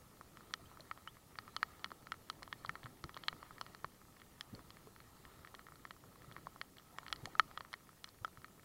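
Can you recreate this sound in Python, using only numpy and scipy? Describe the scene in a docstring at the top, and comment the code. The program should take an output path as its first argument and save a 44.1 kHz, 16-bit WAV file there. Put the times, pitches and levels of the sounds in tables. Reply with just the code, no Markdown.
"""Rain and paddle drips tap on the sealed plastic case of a camera on a boat.
Each impact excites the damped normal modes of the case, and fine drizzle patters on it the same way.
Behind the taps, the hull rumbles and thumps with the paddle strokes, water splashes and trapped
bubbles ring. The preamplifier adds a steady hiss."""
import sys
import numpy as np
from scipy import signal
from scipy.io import wavfile
from scipy.ndimage import uniform_filter1d

SR = 44100
rng = np.random.default_rng(int(sys.argv[2]) if len(sys.argv) > 2 else 0)


def log_audio(samples):
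    """Write samples as a 16-bit WAV file to the path given in sys.argv[1]."""
    # one column per channel
    frames = np.atleast_2d(samples).T
    # limit to full scale, then quantise
    limited = np.clip(frames, -1, 1)
    pcm = np.round(limited * 32767).astype(np.int16)
    wavfile.write(sys.argv[1], SR, pcm)


N = 381024

# Normal modes of the case, one list for each part: back door, air cavity, side walls, front plate,
# lens port, small fittings. Each mode is (frequency [Hz], level [dB], decay time T60 [s]).
CASE_MODES = [
    [(650, 3.5, 0.0057), (1090, 3.5, 0.011)],
    [(1294, -4.5, 0.0092), (1290, -6, 0.025)],
    [(1507, -16, 0.004), (1813, 0.5, 0.0095), (1864, -18.5, 0.041), (2190, -7.5, .012)],
    [(2954, -17, 0.038), (3250, -1, .011), (3465, -5.5, 0.0062)],
    [(4145, -9, 0.016), (4360, -1, 0.012)],
    [(5133, -1.5, 0.0091), (5830, -3, 0.0063), (7070, -9.5, 0.0068), (8750, -12, .006), (10980, -9, 0.0056)],
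]
MODE_COUNT = sum(map(len, CASE_MODES))


def gain_of(db):
    """Amplitude ratio of a level: a factor of ten for every 20 dB."""
    return 10 ** (np.asarray(db) / 20)


def unit_rms(x):
    """Normalisation to a mean power of one."""
    return x / np.sqrt(np.mean(x ** 2) + 1e-20)


def add(mix, onset_s, sound):
    """Linear superposition of a sound on the mix, from its onset."""
    part = mix[round(onset_s * SR):][:len(sound)]
    part += sound[:len(part)]


def water_envelope(layer):
    """Amplitude envelope of the "splash" or "rumble" layer, interpolated in decibels."""
    # Slow swells of the water noise: (time [s], splash level [dB], rumble level [dB])
    water_levels = [(0.0, -73, -64.5), (0.48, -68, -62.5), (1.25, -72, -67), (1.54, -66.5, -62.5),
                    (1.73, -63.5, -65.5), (1.9, -71, -64.5), (2.38, -71.5, -63), (2.65, -66, -62),
                    (2.84, -68, -64.5), (3.08, -71, -64.5), (3.25, -65, -64), (3.7, -65.5, -64),
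                    (3.9, -73, -66), (4.23, -73, -66), (4.64, -67, -64), (5.0, -71.5, -65.5),
                    (5.29, -65, -64), (5.92, -77, -65), (6.3, -67, -62), (6.74, -77, -66),
                    (6.95, -68, -66.5), (7.22, -64.5, -60.5), (7.55, -65.5, -64.5), (7.68, -72.5, -64.5),
                    (7.85, -77, -68), (8.64, -76, -65.5)]
    times, splash_db, rumble_db = np.transpose(water_levels)
    levels_db = {"splash": splash_db, "rumble": rumble_db}[layer]
    return gain_of(np.interp(np.arange(N) / SR, times, levels_db))


def shaped_noise(spectrum, patchy_db):
    """Spectral shaping of Gaussian noise, with louder and softer patches in time and frequency."""
    frames, hz = N // 256 + 5, np.fft.rfftfreq(1024, 1 / SR)
    real, imag, patches = rng.standard_normal((frames, 513, 3)).T
    patches = uniform_filter1d(patches, size=8, axis=0)  # smooth across frequency
    patches = unit_rms(uniform_filter1d(patches, size=6, axis=1))  # and across time
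    knots_hz, knots_db = np.transpose(spectrum)
    colour_db = np.interp(np.log(hz + 1), np.log(knots_hz), knots_db)
    spectra = (real + 1j * imag) * gain_of(colour_db[:, None] + patchy_db * patches)
    return unit_rms(signal.istft(spectra, nperseg=1024, noverlap=768)[1][:N])


def hull(attack_s=0.004, wash_t60=0.41):
    """Structure-borne sound: a low rumble, and damped knocks of sagging pitch with a wash of water."""
    # Spectrum of the hull rumble: (frequency [Hz], relative density [dB])
    rumble_spectrum = [(15, -14.5), (40, -3.5), (135, 0), (220, -4.5), (350, -6), (500, -10.5), (900, -18),
                       (2000, -40)]
    # Water and paddle knocking on the hull: (time [s], level [dB], frequency [Hz], decay time T60 [s])
    thumps = [(1.377, -54, 117, 0.091), (2.678, -47, 150, 0.12), (2.834, -45, 124, 0.16),
              (3.028, -42.5, 148, 0.08), (3.313, -46, 160, 0.11), (3.831, -46, 140, 0.073),
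              (4.518, -39.5, 112, 0.08), (5.377, -52, 134, 0.071), (6.024, -50, 116, 0.092),
              (6.267, -49, 123, 0.15), (7.22, -42.5, 115, 0.08), (8.201, -48, 108, 0.09),
              (8.37, -49, 126, 0.11)]
    out = water_envelope("rumble") * shaped_noise(rumble_spectrum, patchy_db=1.2)
    water = shaped_noise(rumble_spectrum, patchy_db=3.5)
    t = np.arange(8000) / SR
    attack = 1 - np.exp(-(t / attack_s) ** 2)
    for onset_s, db, hz, t60 in thumps:
        knock = np.sin(2 * np.pi * hz * (t - 0.8 * t ** 2)) * gain_of(-60 * t / t60)
        wash = gain_of(-12 - 60 * t / wash_t60) * water[round(onset_s * SR):][:len(t)]
        add(out, onset_s + .008, gain_of(db) * attack * (knock + wash))
    return out


def splash():
    """Transmission through a wall: the sealed case muffles rain on the lake and the blade's swish."""
    # Water noise as the case colours it: (frequency [Hz], relative density [dB])
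    splash_spectrum = [(500, -10.5), (900, -5.5), (1100, -6.5), (1290, 1), (1480, -17.5), (1860, -11),
                       (2500, -19.5), (4250, -17.5), (6000, -28)]
    return water_envelope("splash") * shaped_noise(splash_spectrum, patchy_db=3.5)


def bubbles(t60=0.058, rise=4., attack_cycles=0.31):
    """Bubble resonance: trapped air rings as a damped oscillator whose pitch climbs a little."""
    # Plops and pings of single bubbles: (time [s], level [dB], starting frequency [Hz])
    plops = [(.594, -57, 650), (.657, -59.5, 3000), (.797, -50.5, 600), (1.076, -45.5, 2900),
             (1.917, -52, 370), (3.042, -43.5, 308), (4.543, -55, 500), (4.871, -49, 406),
             (7.273, -45, 726)]
    out, t = np.zeros(N), np.arange(2000) / SR
    for onset_s, db, hz in plops:
        attack = 1 - np.exp(-(t * hz / attack_cycles) ** 2)
        chirp = np.sin(2 * np.pi * hz * (t + rise * t ** 2))
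        add(out, onset_s, gain_of(db - 60 * t / t60) * attack * chirp)
    return out


def case_tap(parts_db, spot_db=2.5, detune=0.015, attack_cycles=0.85, align_s=.0008):
    """Modal response to one drop: the spot struck shifts each mode's phase, level and pitch."""
    out, t = np.zeros(1600), np.arange(1600) / SR
    modes = [(part_db, *mode) for part_db, part in zip(parts_db, CASE_MODES) for mode in part]
    shifts = rng.standard_normal((MODE_COUNT, 3))
    for (part_db, hz, db, t60), (phase, height, bend) in zip(modes, shifts):
        attack = 1 - np.exp(-(t * hz / attack_cycles) ** 2)
        decay = gain_of(part_db + db + spot_db * height - 60 * t / t60)
        # The modes are nearly in phase at align_s, which gives one tall first swing.
        wave = np.cos(2 * np.pi * hz * (1 + detune * bend) * (t - align_s) + .6 * phase)
        out += decay * attack * wave
    polarity = np.sign(shifts[0, 0])
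    return out * polarity


def drizzle(drops_per_s=90, spread_db=3.5, spots=16, level_db=-75.5):
    """Shot noise: tiny random impacts, each convolved with the impulse response of the spot it hits."""
    # Mean excitation by small drops, for each part of the case: (relative level [dB])
    excitation_db = (-7, -1, -6, -12, -13, -30)
    sizes = gain_of(spread_db * np.minimum(rng.exponential(1, N), 2.5))
    impacts = sizes * (rng.random(N) < drops_per_s / SR)
    spot_hit = rng.integers(0, spots, N)
    out = np.zeros(N)
    for spot in range(spots):
        parts_db = excitation_db + 4.1 * rng.standard_normal(len(CASE_MODES))
        response = unit_rms(case_tap(parts_db))
        out += signal.oaconvolve(impacts * (spot_hit == spot), response)[:N]
    return gain_of(level_db) * unit_rms(out)


def large_drops():
    """Impact excitation: where a heavy raindrop or paddle drip lands sets how hard each part rings."""
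    # Impacts and the excitation of each part: (time [s], back door [dB], air cavity [dB],
    # side walls [dB], front plate [dB], lens port [dB], small fittings [dB])
    drops = [(0.2107, -41, -40.5, -50.5, -71, -62, -57), (0.3712, -45, -48, -46, -54, -66, -59),
             (0.4071, -49.5, -49.5, -60, -73, -65, -68), (0.5083, -53, -51, -55, -66, -61, -65),
             (0.538, -36.5, -32.5, -30.5, -35, -30.5, -33), (0.7144, -44.5, -66, -58, -72, -61, -66),
             (0.7721, -58, -43, -56, -73, -72, -66), (0.7974, -52, -65, -52, -70, -72, -68),
             (0.8061, -68, -69, -77, -53, -44, -55), (0.9126, -44, -26, -32.5, -49, -49, -59),
             (0.9752, -48, -54, -55, -60, -66, -68), (1.0207, -52, -59, -76, -72, -74, -69),
             (1.0745, -59, -31.5, -42, -49, -58, -55), (1.1689, -49, -64, -55, -71, -75, -70),
             (1.3556, -56, -49, -42.5, -58, -65, -66), (1.387, -41.5, -35.5, -34, -42.5, -38.5, -49),
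             (1.4786, -59, -41, -49, -60, -62, -65), (1.5646, -44, -25.5, -36.5, -31, -32.5, -35),
             (1.6295, -36, -17.5, -22, -40, -33, -39), (1.7943, -62, -52, -61, -59, -52, -65),
             (1.8438, -35, -37, -30.5, -34, -35.5, -40.5), (1.8595, -47, -43, -59, -61, -57, -66),
             (1.9047, -49, -48, -53, -56, -59, -65), (1.9171, -36, -39, -52, -60, -54, -57),
             (2.0696, -55, -40.5, -47.5, -60, -53, -59), (2.1198, -48, -26, -36.5, -37, -46, -43.5),
             (2.1413, -52, -46, -51, -64, -60, -65), (2.2995, -44, -29.5, -41, -35.5, -32, -36.5),
             (2.4233, -42, -69, -57, -65, -61, -67), (2.4298, -45, -54, -41, -48, -42.5, -46.5),
             (2.4769, -39, -51, -53, -57, -58, -66), (2.5273, -34.5, -50, -30.5, -36.5, -40, -47),
             (2.6483, -35, -37.5, -52, -55, -52, -62), (2.6606, -63, -59, -59, -49, -45, -53),
             (2.6935, -46, -26, -29, -44, -52, -41), (2.7544, -38, -36, -40, -52, -52, -60),
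             (2.8319, -46, -59, -42, -52, -57, -67), (2.8407, -63, -62, -59, -51, -53, -59),
             (2.8582, -42, -43, -42, -54, -60, -68), (2.8665, -45, -40, -51, -60, -66, -63),
             (3.0401, -41.5, -38.5, -41.5, -46, -42.5, -45), (3.0934, -44, -40, -43.5, -55, -61, -59),
             (3.1438, -48, -56, -53, -47, -54, -54), (3.1666, -33, -41, -65, -45, -54, -63),
             (3.1731, -43, -46, -42, -51, -42.5, -51), (3.2366, -50, -46, -47.5, -40, -44.5, -58),
             (3.283, -38, -24.5, -23.5, -27.5, -27, -37), (3.328, -40, -44, -45, -60, -60, -62),
             (3.4287, -40.5, -52, -50.5, -58, -55, -67), (3.508, -47, -38, -54, -70, -68, -65),
             (3.5817, -60, -41, -44, -54, -54, -62), (3.6122, -33, -33, -44, -37.5, -38.5, -38),
             (3.6643, -51, -43.5, -47, -51.5, -60, -57), (3.7478, -43, -42, -48, -53, -46, -52),
             (3.8447, -28, -42, -35.5, -48, -46, -55), (4.0159, -55, -55, -60, -68, -75, -73),
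             (4.1685, -56, -62, -50.5, -73, -62, -66), (4.1994, -59, -60, -52, -54, -55, -66),
             (4.2173, -57, -51, -48, -54, -67, -68), (4.4093, -46, -47, -36.5, -34, -43, -36),
             (4.5496, -54, -58, -53, -60, -47.5, -57), (4.5924, -46, -52, -51, -72, -71, -68),
             (4.7045, -55, -58, -53.5, -47, -51, -55), (4.7693, -48, -57, -46, -70, -62, -66),
             (4.8717, -50, -57, -58, -76, -73, -73), (4.9622, -58, -53, -51, -58, -60, -62),
             (5.0029, -53, -51, -50, -59, -57, -66), (5.2517, -52, -56, -47.5, -52, -58, -62),
             (5.4481, -53, -43, -45.5, -62, -60, -66), (5.4731, -48, -59, -44, -58, -59, -66),
             (5.5425, -42, -54, -52, -63, -64, -68), (5.5492, -61, -68, -49, -50, -48, -56),
             (5.593, -52, -46, -47, -58, -55, -66), (5.6673, -61, -44, -45, -55, -65, -66),
             (5.6856, -55, -44, -55, -66, -71, -66), (5.7212, -53, -46, -55, -71, -69, -66),
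             (5.7567, -63, -50, -63, -64, -59, -69), (5.852, -39.5, -40, -40.5, -54, -56, -59),
             (5.908, -42, -37, -37, -44.5, -52, -53), (5.9644, -52, -51, -67, -73, -72, -70),
             (6.0383, -51, -51, -72, -75, -72, -72), (6.1578, -49, -66, -57, -73, -69, -68),
             (6.2199, -65, -63, -51, -56, -62, -70), (6.2453, -52, -46.5, -62, -70, -66, -68),
             (6.3138, -45, -44, -48, -64, -63, -68), (6.3228, -59, -54, -59, -50, -53, -62),
             (6.3646, -38, -59, -38.5, -59, -55, -65), (6.3812, -53, -53, -54, -72, -67, -67),
             (6.4693, -34.5, -48, -56, -60, -57, -67), (6.5603, -48, -48.5, -65, -73, -72, -70),
             (6.6139, -36.5, -39.5, -32, -38.5, -38, -45), (6.769, -70, -65, -51, -61, -60, -63),
             (6.7835, -68, -59, -58, -45, -54, -61), (6.7969, -55, -54, -60, -66, -73, -68),
             (6.985, -35.5, -41, -33.5, -42.5, -52, -42), (7.0312, -52, -41, -66, -66, -66, -67),
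             (7.0646, -48, -50, -44, -53, -53, -60), (7.0816, -50, -44, -45, -44, -44, -53),
             (7.102, -50, -44, -48, -57, -58, -63), (7.1267, -47, -25, -30, -27.5, -31.5, -34.5),
             (7.1602, -61, -62, -49, -49, -44.5, -49), (7.256, -44, -40, -34.5, -38.5, -40, -39),
             (7.3524, -42, -32.5, -54, -60, -56, -65), (7.3959, -35, -7.5, -18, -25, -26.5, -33),
             (7.5128, -52, -44, -53, -56, -59, -66), (7.5751, -45.5, -27.5, -41, -40.5, -41.5, -50),
             (7.6071, -35.5, -45, -44, -46, -44.5, -58), (7.6488, -48, -49, -49, -59, -64, -66),
             (7.7302, -48, -43, -51, -41, -47, -45), (7.7388, -41, -41, -29, -43, -46, -48),
             (7.8913, -60, -50, -55, -62, -72, -65), (8.0428, -48.5, -46.5, -41.5, -37.5, -38, -41.5),
             (8.075, -60, -48, -56, -61, -68, -64), (8.0834, -53, -62, -58, -77, -70, -64),
             (8.0891, -55, -56, -69, -57, -53, -55), (8.2469, -34, -23, -42, -41, -56.5, -45),
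             (8.2788, -50, -46, -62, -71, -62, -60), (8.3731, -61, -42.5, -53, -60, -63.5, -66),
             (8.418, -58, -52, -55, -63, -62, -66), (8.4444, -56, -38.5, -42, -52, -52, -60),
             (8.4821, -62, -48, -63, -72, -74, -66), (8.5955, -65, -54, -54, -73, -74, -70)]
    out = np.zeros(N)
    for onset_s, *parts_db in drops:
        add(out, onset_s, case_tap(parts_db))
    return out


def scene():
    """Superposition of all sources at the one microphone inside the case."""
    return (large_drops() + drizzle() + splash() + hull() + bubbles())[None]


def record(dry, hiss_db=-68.5, cutoff_hz=15850):
    """Electronic self-noise: the preamplifier adds hiss, then a low-pass filter limits the band."""
    # Spectrum of the preamplifier hiss: (frequency [Hz], relative density [dB])
    hiss_spectrum = [(100, 1), (800, 4), (2500, 0.5), (4200, 0.5), (6200, 1), (14000, 0.5), (16000, -1)]
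    hiss = gain_of(hiss_db) * shaped_noise(hiss_spectrum, patchy_db=1.64)
    lowpass = signal.firwin(511, cutoff_hz, window=("kaiser", 9), fs=SR)
    return signal.oaconvolve(dry + hiss, lowpass[None], "same")


dry = scene()
out = record(dry)
log_audio(out)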